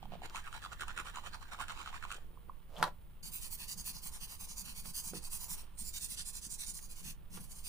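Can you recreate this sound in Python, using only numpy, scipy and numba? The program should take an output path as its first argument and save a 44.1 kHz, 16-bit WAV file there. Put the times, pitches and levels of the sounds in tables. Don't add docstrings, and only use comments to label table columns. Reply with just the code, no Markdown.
import sys
import numpy as np
from scipy import signal
from scipy.fft import rfft, irfft
from scipy.io import wavfile
from scipy.ndimage import uniform_filter1d
from numba import njit

SR = 44100
rng = np.random.default_rng(int(sys.argv[2]) if len(sys.argv) > 2 else 0)


def digitize_waveform(pressure):
    field = np.atleast_2d(pressure).T
    bounded = np.clip(field, -1, 1)
    quanta = np.round(bounded * 32767).astype(np.int16)
    wavfile.write(sys.argv[1], SR, quanta)


N = 338688
T = np.arange(N) / SR

# f/Hz, left/dB, right/dB
ROOM_COLOUR = [(31, 5.5, 3), (60.6, -5, 5.5), (113, -5, -12.5), (166, -17.5, -3), (257, -20.5, -23.5),
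               (610, -23.5, -23), (910, -71, -27.5), (1760, -33, -35.5), (4000, -54, -46),
               (5950, -46, -57.5), (9700, -37.5, -33), (13000, -42, -46), (14600, -37, -25)]
# t/s, level/dB
SLEEVE = [(2.15, -71), (2.26, -69), (2.38, -69.5), (2.55, -73), (2.7, -101)]
# t/s, level/dB, centre f/Hz, width/Hz, t60/s
TAPS = [(0.298, -47.5, 3000, 7000, 0.006), (0.304, -49, 1150, 500, 0.026), (2.182, -50, 576, 600, 0.021),
        (2.266, -65, 900, 5050, .01), (2.7644, -49, 3260, 700, 0.07), (5.776, -58, 1200, 2500, .012),
        (6.79, -52.5, 2000, 2000, 0.022), (7.373, -52, 1080, 900, 0.037), (7.372, -48, 3020, 4500, 0.014)]
# t/s, level/dB, f/Hz
PATS = [(2.373, -50, 1050), (2.4954, -37.5, 1065)]
# middle t/s, length/s, level/dB
NUDGES = [(0.1, 0.28, -50.5), (2.815, 0.059, -40.5), (2.91, 0.1, -62), (3.274, 0.12, -55.5),
          (3.777, 0.078, -51.5), (3.928, 0.13, -57), (4.66, 0.21, -53.5), (4.876, 0.11, -50.5),
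          (5.147, 0.086, -49), (5.828, 0.039, -48), (6.474, 0.039, -49), (7.079, .11, -49),
          (7.38, 0.18, -50)]
# middle t/s, length/s, level/dB
GRIPS = [(0.037, 0.035, -59), (0.136, 0.034, -51.5), (0.267, 0.16, -61), (2.32, 0.62, -102),
         (4.854, 0.019, -55.5), (5.618, 0.2, -64), (7.377, 0.025, -54)]
# f/Hz, left/dB, right/dB
GRIP_COLOUR = [(121, -7, -4), (305, -14, 6.5), (630, -20, 0), (920, 2.5, 5.5), (1970, -10.5, -4.5),
               (3100, -5.5, -2.5), (5900, -21.5, -18), (14000, -28, -49)]
# t/s, level/dB
BUMPS = [(5.1346, -44.5), (5.158, -51)]
# f/Hz, level/dB, t60/s
DOLL_MODES = [(172, -8, 0.28), (228, -15, 0.13), (265, -10, 0.21), (305, -0.5, .19), (361, -0.5, 0.29),
              (408, 4, 0.23), (488, 0, 0.23), (526, -6, .11), (713, -5, 0.098), (817, -11, .1),
              (970, -10, .08), (1280, -5, 0.047), (1730, -20, .03)]
# t/s, level/dB, treble gain/dB
KNOCKS = [(2.803, -41, -21), (2.819, -60, -9), (2.8271, -29.5, 11), (2.8295, -45, 12), (2.8392, -38.5, 14),
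          (2.8418, -50.5, 17), (2.852, -52, 6), (2.8661, -51, -12), (2.8777, -40, -8)]
# f/Hz, level/dB, t60/s
CASE_MODES = [(172, -16, .25), (374, -19, .16), (540, -17, .14), (584, -13, .12), (636, -16, .12),
              (809, -13, .12), (905, -10, .06), (985, 2, .095), (1075, -9, .06), (1156, -6, .09),
              (1355, -10, .1), (1500, -13, .08), (1607, -12, .1), (1727, -13, .09), (1902, -13, .08),
              (3902, -20, .07)]
# f/Hz, left/dB, right/dB
CASE_COLOUR = [(99, -33, -35), (180, -21, -19), (330, -30, -35), (630, -5, -9), (1040, 6.5, 13.5),
               (1500, 5, -4), (2340, -11.5, -13), (3880, -9, -3.5), (5470, -21, -15), (7500, -28, -22),
               (9400, -19, -14.5), (13900, -48, -26)]
# t/s, level/dB
DRAG = [(2.62, -99), (2.70, -64), (2.755, -52.5), (2.775, -46.5), (2.81, -43.5), (2.86, -42), (2.885, -47),
        (2.91, -66), (2.96, -87)]
# f/Hz, left/dB, right/dB
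DRAG_COLOUR = [(102, -20, -22), (190, -19, -17), (344, -19, -19), (563, -3, 2), (1120, -10, -10.5),
               (1860, -21, -25), (3220, -22, -21), (4600, -31, -23), (14000, -34, -32.5)]
# middle t/s, length/s, level/dB, body gain/dB, top-octave gain/dB
BUFF_STROKES = [(3.263, 0.073, -46.5, 1.5, 2), (3.355, 0.071, -43.0, -1.5, 5.5),
                (3.445, 0.082, -46.0, 2, -1.5), (3.534, 0.053, -43.5, -2, 4), (3.621, 0.08, -47, 2, 1),
                (3.71, 0.06, -42, 1, -2.5), (3.798, 0.055, -45, 0, -1), (3.882, 0.066, -42, -1.5, 2),
                (3.967, 0.07, -51, 4.5, 2), (4.061, 0.07, -46, 2.5, 3), (4.15, 0.062, -49.5, 1.5, -3),
                (4.233, 0.054, -46.5, 2.5, 2), (4.325, 0.09, -50, 5.5, 4), (4.428, 0.067, -46.5, 0.5, 1),
                (4.512, 0.065, -49, 3, -1), (4.595, 0.06, -44.5, 0, 1), (4.686, 0.092, -50.0, 4.5, 1),
                (4.787, 0.069, -46.5, 2.5, 0), (4.88, 0.075, -47, -3.5, 0), (4.98, 0.072, -40, 0, 4),
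                (5.073, 0.08, -42, -3, -1), (5.166, 0.052, -45.5, 5.5, -1), (5.256, 0.062, -47, 2.0, -1),
                (5.346, 0.07, -41, -3, 2), (5.43, 0.084, -45.5, 1.5, 4.5), (5.52, 0.063, -38, -5, 0),
                (5.593, 0.06, -52, 4.5, 0), (5.807, 0.049, -48, -1.5, 4), (5.874, 0.072, -45.5, -2.5, 2),
                (5.962, 0.061, -44.5, 4, 4), (6.038, 0.066, -43, -3, 2), (6.124, 0.064, -43, -0.5, 4),
                (6.2, 0.061, -42.5, 1, -6), (6.283, 0.059, -44.0, -1, -2.5),
                (6.364, 0.063, -45.5, 0.5, -2.0), (6.449, 0.059, -46.5, 2.5, -4.0),
                (6.53, 0.063, -44.0, -1, -2), (6.621, 0.068, -43.5, 2, 1), (6.693, 0.055, -42, -3, -5),
                (6.766, 0.057, -46.5, -1, 2.0), (6.839, 0.059, -52.5, 1.5, -1),
                (6.918, 0.047, -51, 1.5, -3.0), (6.987, 0.061, -50.5, -3, -2), (7.078, 0.093, -47, 2, 0),
                (7.356, 0.057, -51.5, 1, 0), (7.43, 0.064, -54.0, -1, 1.0),
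                (7.518, 0.043, -49.5, -2.5, -4.5), (7.579, 0.076, -53, -2.5, -1.5),
                (7.675, 0.073, -46.5, 4.5, 0.0)]
# start t/s, end t/s, lift-off time/s
BUFF_SPELLS = [(3.225, 5.627, .25), (5.768, 7.119, 0.056), (7.297, 7.75, .05)]
# t/s, level/dB
BLOCK_HOLD = [(3.26, -70.5), (4.15, -63.5), (4.8, -65.5), (5.5, -61), (5.82, -76), (6.45, -72.5),
              (7.08, -70), (7.68, -70.5)]
# f/Hz, left/dB, right/dB
FACE_COLOUR = [(500, -47, -32), (1720, -21, -18.5), (2470, -13, -8), (3030, -9.5, -10),
               (3510, -15.5, -15.0), (4540, -8, -3), (5340, -12, -9.5), (6100, -6, -9.5), (6550, -17, -5),
               (6520, -7, 0.5), (8560, -7, -7.5), (8900, -4.5, -3), (10880, -6, -5.5), (11640, -15.5, -10),
               (12800, -19, -13.5), (14700, -8, -2), (15900, -12, -6.5)]
# f/Hz, left/dB, right/dB
EDGE_COLOUR = [(500, -37, -44), (1780, -21, -14.5), (2580, -10, -9.5), (3200, -12.5, -13), (3730, -13, -3),
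               (4440, -3, -2.5), (5100, -12, -0.5), (5500, -20, -1), (5960, 1, -3), (6580, -13, -5.5),
               (7040, -11.5, 6.5), (7700, -9, -3.5), (8700, -4.5, 3.5), (9940, -2, -1.5),
               (11630, -10.0, -8.0), (13000, -13, -13), (15000, -9, -3), (15400, -7, -9.5)]
# start t/s, length/s, grit level/dB, finger level/dB, board f/Hz
FILE_STROKES = [(0.018, 0.045, -76, -36, 3000), (0.117, 0.053, -77, -39, 2900),
                (0.233, 0.035, -53.5, -39, 2940), (0.347, 0.052, -52.5, -29.5, 3080),
                (0.447, 0.046, -63.5, -30, 2520), (0.524, 0.059, -57, -40, 3140),
                (0.621, 0.048, -56, -32, 3500), (0.718, 0.026, -56, -33.5, 3060),
                (0.799, 0.04, -55, -31, 3100), (0.879, 0.044, -58.5, -32, 3000),
                (0.965, 0.053, -53.5, -31, 2600), (1.054, 0.047, -55.5, -33, 3100),
                (1.145, 0.052, -57, -31.5, 3010), (1.245, 0.04, -53.5, -35.5, 3060),
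                (1.33, 0.029, -54.5, -30, 4390), (1.414, 0.028, -63.5, -37, 4130),
                (1.518, 0.031, -52.5, -32.5, 2330), (1.588, 0.056, -56, -28.5, 3000),
                (1.686, 0.043, -53.5, -28.5, 3060), (1.749, 0.093, -56.5, -51, 2970),
                (1.854, 0.047, -56, -33.5, 3140), (1.927, 0.052, -57, -34.5, 2370),
                (2.018, 0.048, -63, -35, 2450), (2.093, 0.075, -56.5, -40, 3130)]
# f/Hz, left/dB, right/dB
FILE_COLOUR = [(406, -16.5, -12.5), (630, -15, -15), (970, -12, 0), (2100, -14, -10.5), (3050, -17, -11),
               (3470, -20, -15), (3900, -13.5, -9), (5000, -23.5, -21), (6100, -19, -16.5),
               (6500, -34, -27), (6830, -28, -11), (8200, -26, -16.5), (9340, -20, -15), (11150, -32, -27),
               (12500, -36, -30), (15100, -20.5, -29.5)]
# t/s, share/0-1
FILE_BITE = [(.17, 0), (.3, 0.72), (2.15, 0.86), (2.28, 0)]
# t/s, f/Hz
FINGER_PITCH = [(.03, 810), (.22, 730), (.36, 1310), (.55, 1404), (.95, 1370), (1.2, 1225), (1.8, 1200),
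                (2.13, 1370)]
# t/s, level/dB, f/Hz, snap gain/dB
FLICKS = [(0.0285, -36.5, 814, -24), (.055, -40, 854, -32), (.1208, -36, 720, -28), (0.1363, -36, 684, -33),
          (0.1532, -37.5, 694, -30), (0.2191, -35.5, 795, -26), (0.234, -38, 800, -24),
          (0.2454, -50, 1200, -10), (0.3473, -32.5, 1010, -14), (0.3589, -39, 1240, 4),
          (0.368, -34, 1370, -5.5), (0.3765, -37, 1370, -8), (0.468, -42, 1420, -10),
          (0.4765, -36.5, 1150, -14), (0.528, -37, 1340, -6), (0.5412, -40, 1390, -15),
          (0.55, -45, 1350, -13), (0.6399, -37.5, 1400, -8), (0.6493, -33, 1330, -13),
          (0.6614, -35, 1100, -25), (0.718, -42, 1370, -20), (0.7325, -41, 1350, -1),
          (0.797, -40, 1520, -9), (0.8092, -38, 1440, -2), (0.8209, -29, 1460, -13),
          (0.834, -32, 1150, -11.5), (0.882, -34, 1320, -7.5), (0.895, -37, 1450, -20),
          (0.906, -41, 1230, -18), (0.977, -34.5, 1430, -3.5), (0.9882, -29.5, 1390, -9),
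          (0.999, -29, 1330, -7.5), (1.013, -37, 1110, -27), (1.0574, -39, 1180, -12),
          (1.072, -37, 1300, -20), (1.084, -41, 1390, -8), (1.0968, -41, 1440, -19),
          (1.149, -39, 1380, -12), (1.159, -38, 1190, -2), (1.172, -30, 1040, -18), (1.185, -32, 1090, -21),
          (1.2385, -42, 1000, -16), (1.2682, -42, 1420, -2), (1.3456, -35.5, 1380, -17),
          (1.532, -34.5, 1020, -17), (1.546, -37, 1290, -26), (1.589, -35, 990, -26),
          (1.6032, -31.5, 1120, -12), (1.613, -39, 1270, -6), (1.6242, -35, 1480, -13),
          (1.6832, -37, 1450, -4), (1.6965, -33, 1440, -15), (1.7076, -32.5, 1270, -25),
          (1.7198, -43, 1210, 1.5), (1.775, -41.5, 1000, -5), (1.7903, -41, 1320, -6),
          (1.804, -42, 1340, -12), (1.8607, -34.5, 1340, -13), (1.875, -32.5, 1270, -23),
          (1.893, -39, 1290, -11), (1.9286, -36, 1080, -23), (1.944, -39, 1300, -21),
          (1.9574, -44, 1400, -10), (1.969, -47, 1410, -18), (2.0262, -34.5, 1470, -11),
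          (2.0384, -32, 1400, -22), (2.0514, -32.5, 1070, -14.5), (2.1049, -33, 1340, -18),
          (2.1163, -33, 1400, -3.5), (2.1244, -38, 1360, -3), (2.133, -39, 1330, -15),
          (2.1446, -41.5, 1450, 3)]
# f/Hz, left/dB, right/dB
SNAP_COLOUR = [(900, -16, -4), (2000, -11, -7), (2600, 20, -13), (3930, -15, 7), (4900, -5, -13),
               (6860, -9, 10.5), (8260, -7, 1), (9000, -11, 10.5), (10750, -22, -11), (12200, -35, -21),
               (15400, -18, -1.5)]
# f/Hz, phase/rad
PORT_PHASE = [(600, 0), (1500, -.5), (2200, -3), (4250, -3.2), (4800, -5.5), (5800, -6.28)]

TOP_HZ = 15450
PULL_GLIDE, PUSH_GLIDE = -0.59, 0.6
RUB_RING_DB = -18.5
EDGE_FROM_S, EDGE_TO_S = 5.7, 6.805
TOUCH_S = 0.006
REST_DB = -62


def undb(db):
    return 10 ** (np.asarray(db) / 20)


def unit(x):
    return x / np.atleast_2d(x).mean(0).std()


def fade(t60_s, size):
    return np.exp(-np.log(1000) * np.arange(size) / SR / t60_s)


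def add(out, start_s, x):
    i = int(start_s * SR)
    out[..., i:i + x.shape[-1]] += x[..., :N - i]


def ears(left, right):
    return np.array([[left], [right]])


def resonate(x, hz, width_hz):
    return signal.lfilter(*signal.iirpeak(hz, hz / width_hz, fs=SR), x)


def resonate_twice(x, hz, width_hz, second_width_hz):
    return resonate(resonate(x, hz, width_hz), hz, second_width_hz)


@njit
def glide(x, hz, width_hz):
    y, band, low = np.empty(len(x)), 0., 0.
    for i in range(len(x)):
        g, k = np.tan(np.pi * hz[i] / SR), width_hz / hz[i]
        v = (band + g * (x[i] - low)) / (1 + g * (g + k))
        band, low, y[i] = 2 * v - band, low + 2 * g * v, k * v
    return y


def treble(x, hz):
    return signal.sosfilt(signal.butter(1, hz, "high", fs=SR, output="sos"), x)


def colour(x, points, order=8192):
    hz, *levels_db = np.transpose(points)
    log_f = np.log(np.maximum(np.fft.rfftfreq(order, 1 / SR), 1))
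    cepstrum = irfft([np.log(undb(np.interp(log_f, np.log(hz), db))) for db in levels_db])
    cepstrum[:, 1:order // 2] *= 2
    cepstrum[:, order // 2 + 1:] = 0
    response = irfft(np.exp(rfft(cepstrum)))
    return signal.fftconvolve(np.atleast_2d(x), response, axes=1)[:, :x.shape[-1]]


def tint(x, points):
    hz, *levels_db = np.transpose(sorted(points))
    log_f = np.log(np.maximum(np.fft.rfftfreq(N, 1 / SR), 1))
    return irfft(rfft(x) * undb([np.interp(log_f, np.log(hz), db) for db in levels_db]), N)


def pair(apart, size=N):
    return rng.standard_normal(size) + apart * rng.standard_normal((2, size))


def grit(rate_hz, spread_db, apart):
    sizes = undb(spread_db * np.minimum(rng.exponential(size=N), 5))
    return pair(apart) * sizes * (rng.random(N) < rate_hz / SR)


def flutter(rate_hz):
    return 1.2 * np.interp(T * rate_hz, np.arange(N // 8), rng.standard_normal(N // 8))


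def swell(middle_s, length_s, db, flat):
    coarse_t, power = T[::16], 0
    for middle, length, level_db in zip(middle_s, length_s, db):
        travel = np.minimum(np.abs(2 * (coarse_t - middle) / length), 4)
        power = power + undb(2 * level_db) * np.exp(-2 * travel ** flat)
    return np.sqrt(power).repeat(16)[:N]


def nearest(middle_s):
    return np.searchsorted((middle_s[1:] + middle_s[:-1]) / 2, T)


def ports(x):
    turn = np.interp(np.fft.rfftfreq(N, 1 / SR), *np.transpose(PORT_PHASE))
    return np.array([x[0], irfft(rfft(x[1]) * np.exp(-1j * turn), N)])


def hand_echo(x, middle_s):
    lag_s = uniform_filter1d(rng.uniform(.0004, .0018, len(middle_s))[nearest(middle_s)], 300)
    source = np.maximum(np.arange(N) - (lag_s * SR).astype(int), 0)
    return x + .55 * x[:, source]


def contact_patches(x, middle_s, low_hz, high_hz, patchy_db, count=12):
    f, spectrum, out = np.fft.rfftfreq(N, 1 / SR), rfft(x), 0
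    centres_hz = np.linspace(low_hz, high_hz, count)
    for band in np.eye(count):
        db = patchy_db * np.interp(T, middle_s, rng.standard_normal(len(middle_s)))
        out = out + irfft(spectrum * np.interp(f, centres_hz, band), N) * undb(db)
    return out


def background(floor_db=-56, hum_db=-67, sway_db=-51):
    air = unit(treble(colour(pair(0.64), ROOM_COLOUR), 2.2)) * undb(0.32 * flutter(6.5))
    hum = np.sin(2 * np.pi * 59 * T) * undb(4.0 * flutter(8.6))
    sway = unit(resonate(resonate(pair(0.92), 11.1, 5.2), 14.3, 33))
    return undb(floor_db) * air + (undb(hum_db) * hum + undb(sway_db) * sway) * ears(.8, 1.2)


def room(x, wet_db=-13, t60_s=0.15):
    tail = rng.standard_normal((2, 16000)) * fade(t60_s, size=16000)
    tail -= .5 * treble(tail, 3700)
    tail[:, :int(.002 * SR)] = 0
    tail /= np.sqrt((tail ** 2).sum(1, keepdims=True))
    return x + undb(wet_db) * signal.fftconvolve(x, tail, axes=1)[:, :N]


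def sleeve(hz=360, width_hz=300):
    cloth = unit(resonate_twice(grit(rate_hz=720, spread_db=6, apart=1.0), hz, width_hz, 2 * width_hz))
    level_db = np.interp(T, *np.transpose(SLEEVE), left=-150, right=-150)
    return cloth * undb(level_db + 2 * flutter(29.3))


def tool_taps(trim_db=1, skirt=0.73):
    out = np.zeros((2, N))
    for s, db, hz, width_hz, t60_s in TAPS:
        body = resonate_twice(pair(1.0, size=8192), hz, width_hz, min(skirt * width_hz, SR / 3))
        add(out, s, undb(db + trim_db) * unit(body) * fade(t60_s, size=8192))
    return out


def pats(size=2048, rise_s=.0022):
    out, t = np.zeros(N), T[:size]
    bloom = (t / rise_s * np.exp(1 - t / rise_s)) ** 2
    for s, db, hz in PATS:
        add(out, s, undb(db) * bloom * np.sin(2 * np.pi * hz * t))
    return out * ears(.8, 1.2)


def table_bump(thud_db=-2, thud_t60_s=0.016, thud_hz=800):
    out, size = np.zeros((2, N)), 12000
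    ring = sum(undb(db) * np.sin(2 * np.pi * hz * T[:size]) * fade(t60_s, size)
               for hz, db, t60_s in DOLL_MODES)
    for s, db in BUMPS:
        thud = unit(resonate_twice(pair(0.98, size), thud_hz, 1000, 1600)) * fade(thud_t60_s, size)
        add(out, s, undb(db) * (undb(thud_db) * thud - ring * ears(.8, 1.2) / 2))
    return out


def doll_body(push_trim_db=-6.5, rock_trim_db=-17, rock_s=0.019, scatter_db=3):
    middle, length, db = np.transpose(NUDGES)
    pushes = swell(middle, length, db + push_trim_db, flat=3.4)
    middle, _, db = np.transpose(BUFF_STROKES)[:3]
    rock_db = db + rock_trim_db + scatter_db * rng.standard_normal(len(db))
    rocking = swell(middle, np.full(len(db), rock_s), rock_db, flat=0.94)
    boom = unit(resonate(resonate(pair(.3), 170, 55), 174, 90))
    boom = boom * np.hypot(pushes, rocking) * ears(.55, 1.45)
    skin = unit(colour(grit(rate_hz=4000, spread_db=1.8, apart=0.96), GRIP_COLOUR))
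    return boom + skin * swell(*np.transpose(GRIPS), flat=0.78)


def plastic_case(crack_db=1, ring_db=-5, flex_db=4, flex_hz=900, flex_t60_s=0.0069, drag_trim_db=-3):
    out, size = np.zeros((2, N)), 12000
    t = T[:size]
    ring = sum(undb(db) * np.sin(2 * np.pi * hz * t) * fade(t60_s, size) for hz, db, t60_s in CASE_MODES)
    ring = ring * (1 - np.exp(-t / .0003))
    flex = np.sin(2 * np.pi * flex_hz * t) * fade(flex_t60_s, size)
    for s, db, bright_db in KNOCKS:
        crack = unit(colour(pair(.6, size), CASE_COLOUR)) * fade(.027, size)
        blow = undb(crack_db) * crack - undb(ring_db) * ring - undb(flex_db) * flex
        add(out, s, undb(db) * (blow + (undb(bright_db) - 1) * treble(blow, 1800)))
    drag = unit(tint(grit(rate_hz=2800, spread_db=0.5, apart=0.74), DRAG_COLOUR))
    drag_db = np.interp(T, *np.transpose(DRAG), left=-150, right=-150) + drag_trim_db
    return out + drag * undb(drag_db)


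def nail_whistles(hiss, middle_s, length_s, gain=0.68):
    k = nearest(middle_s)
    slide = 1 + .02 * (-1.) ** k * np.clip((T - middle_s[k]) / length_s[k], -1, 1)
    for low_hz, high_hz in [(6800, 8000), (8200, 9600), (9600, 11000)]:
        hz = rng.uniform(low_hz, high_hz, len(middle_s))[k] * slide
        hiss = hiss + gain * np.array([glide(ear, hz, 200.0) for ear in hiss])
    return hiss


def buffer_block(hiss_trim_db=-1, low_split_hz=6000, top_split_hz=11800, finger_trim_db=1):
    middle, length, db, body_db, top_db = np.transpose(BUFF_STROKES)
    grains = grit(rate_hz=16000, spread_db=1.8, apart=0.7)
    on_edge = (T > EDGE_FROM_S) & (T < EDGE_TO_S)
    hiss = np.where(on_edge, unit(tint(grains, EDGE_COLOUR)), unit(tint(grains, FACE_COLOUR)))
    hiss = hand_echo(ports(hiss), middle)
    hiss = contact_patches(hiss, middle, low_hz=3670, high_hz=14400, patchy_db=2.36)
    hiss = unit(nail_whistles(hiss, middle, length)) * undb(.9 * flutter(110))
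    f = np.maximum(np.fft.rfftfreq(N, 1 / SR), 1000)
    above_low, above_top = (irfft(rfft(hiss) / (1 + (hz / f) ** 20), N)
                            for hz in (low_split_hz, top_split_hz))
    body = undb(np.interp(T, middle, body_db)) * (hiss - above_low)
    top = undb(np.interp(T, middle, top_db)) * above_top
    hiss = body + above_low - above_top + top
    contact = swell(middle, length * 2.0, np.full(len(db), REST_DB), flat=1.36)
    hissing = hiss * np.hypot(swell(middle, length, db + hiss_trim_db, flat=3.12), contact)
    fingers = unit(resonate_twice(grit(rate_hz=1500, spread_db=2.5, apart=0.93), 980, 216, 1800))
    ring_db = np.interp(middle, *np.transpose(BLOCK_HOLD)) + finger_trim_db
    murmur = fingers * ears(.7, 1.3) * swell(middle, length, ring_db, flat=1.16)
    touching = sum(np.clip(np.minimum((T - start) / TOUCH_S, (end - T) / lift_s + 1), 0, 1)
                   for start, end, lift_s in BUFF_SPELLS)
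    return touching * (hissing + murmur)


def bite():
    return np.clip(np.interp(T, *np.transpose(FILE_BITE)), 0, 1)


def finger_hz():
    start, length = np.transpose(FILE_STROKES)[:2]
    middle = start + length / 2
    k = nearest(middle)
    travel = np.clip((T - middle[k]) / length[k], -.6, .6)
    bend = 1 + np.where(k % 2, PUSH_GLIDE, PULL_GLIDE) * travel * bite()
    return uniform_filter1d(np.interp(T, *np.transpose(FINGER_PITCH)) * bend, size=200)


def grain_ticks(ridge_hz=330, t60_s=.007):
    passed = np.floor(np.cumsum(ridge_hz * undb(3 * flutter(200))) / SR)
    catches = np.diff(passed, prepend=0) * undb(1.46 * rng.standard_normal(N))
    return .45 + .55 * unit(signal.fftconvolve(catches, fade(t60_s, size=1024))[:N])


def finger_ring(drive, hz, ratio, width_hz=290):
    hz, width_hz = hz * ratio, width_hz * ratio
    return unit(np.array([glide(glide(ear, hz, width_hz), hz, 2 * width_hz) for ear in drive]))


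def emery_file(grit_trim_db=1, rest_db=-66, idle_db=-66, overtone=2.05, overtone_db=-11,
               board_db=-4, board_width_hz=330.):
    start, length, rasp_db, ring_db, board_hz = np.transpose(FILE_STROKES)
    middle, hz = start + length / 2, finger_hz()
    ticking = grain_ticks()
    scratch = tint(ticking * grit(rate_hz=6000, spread_db=-1.0, apart=1.14), FILE_COLOUR)
    scratch = hand_echo(ports(scratch), middle)
    scratch = unit(contact_patches(scratch, middle, low_hz=1800, high_hz=8000, patchy_db=2.5))
    drive = ticking * grit(rate_hz=4500, spread_db=2.4, apart=1.0)
    fingers = finger_ring(drive, hz, 1.) * ears(.8, 1.2)
    fingers = fingers + undb(overtone_db) * ports(finger_ring(drive, hz, overtone))
    board_drive = ticking * grit(rate_hz=4300, spread_db=-1.5, apart=0.64)
    board = np.array([glide(ear, board_hz[nearest(middle)], board_width_hz) for ear in board_drive])
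    scratch = scratch + undb(board_db) * ports(unit(board))
    grip = bite()
    rasping = scratch * (swell(middle, length, rasp_db + grit_trim_db, flat=2.07) + grip * undb(rest_db))
    ring_gain = np.hypot(swell(middle, length, ring_db + RUB_RING_DB, flat=3.7), undb(idle_db))
    return rasping + fingers * grip * ring_gain


def flicks(ring_db=9.5, ring_t60_s=0.0081, soft_t60_s=0.014, rise_s=0.0013, sag=0.16, sag_s=0.0011,
           snap_db=6, snap_t60_s=0.0031, slip_s=.0004, tail_db=-16, tail_t60_s=0.021,
           tick_db=-4, tick_hz=1900, tick_t60_s=0.00073,
           board_db=-9, board_t60_s=0.013, board_overtone=1.35):
    rings, boards, snaps, size = np.zeros(N), np.zeros(N), np.zeros((2, N)), 2048
    t = T[:size]
    start, length, _, _, board_hz = np.transpose(FILE_STROKES)
    tick = np.sin(2 * np.pi * tick_hz * t) * fade(tick_t60_s, size)
    burst = fade(snap_t60_s, size) + undb(tail_db) * fade(tail_t60_s, size)
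    burst = burst * (1 - np.exp(-t / 0.0004))
    bend = 1 + sag * (np.exp(-t / sag_s) - 1 / np.e)
    for s, db, hz, bright_db in FLICKS:
        t60_s = np.interp(hz, [750, 1200], [soft_t60_s, ring_t60_s])
        swing = -np.sin(2 * np.pi * hz * np.cumsum(bend) / SR) * fade(t60_s, size)
        swing = swing * (1 - np.exp(-t / rise_s)) * ring_t60_s / t60_s
        stiffness = (min(hz, 1400) / 1300) ** 1.5
        add(rings, s, undb(db + ring_db) * swing - undb(db + tick_db) * stiffness * tick)
        stroke = np.abs(start + length / 2 - s).argmin()
        turn = 2 * np.pi * board_hz[stroke] * t * (1 + .04 * rng.standard_normal())
        board = (np.sin(turn) + 0.47 * np.sin(board_overtone * turn)) * fade(board_t60_s, size)
        add(boards, s, undb(db + board_db) * np.sqrt(stiffness) * board)
        add(snaps, s - slip_s, undb(db + bright_db + snap_db) * burst)
    snaps = snaps * unit(ports(tint(pair(0.67), SNAP_COLOUR)))
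    return rings * ears(.75, 1.25) + boards * ears(-.7, 1.2) + snaps


def scene():
    handling = sleeve() + tool_taps() + pats() + table_bump() + doll_body()
    handling = handling + plastic_case() + buffer_block() + emery_file() + flicks()
    return background() + room(handling)


def record(dry):
    return signal.sosfilt(signal.ellip(10, .2, 70, TOP_HZ, fs=SR, output="sos"), dry)


dry = scene()
out = record(dry)
digitize_waveform(out)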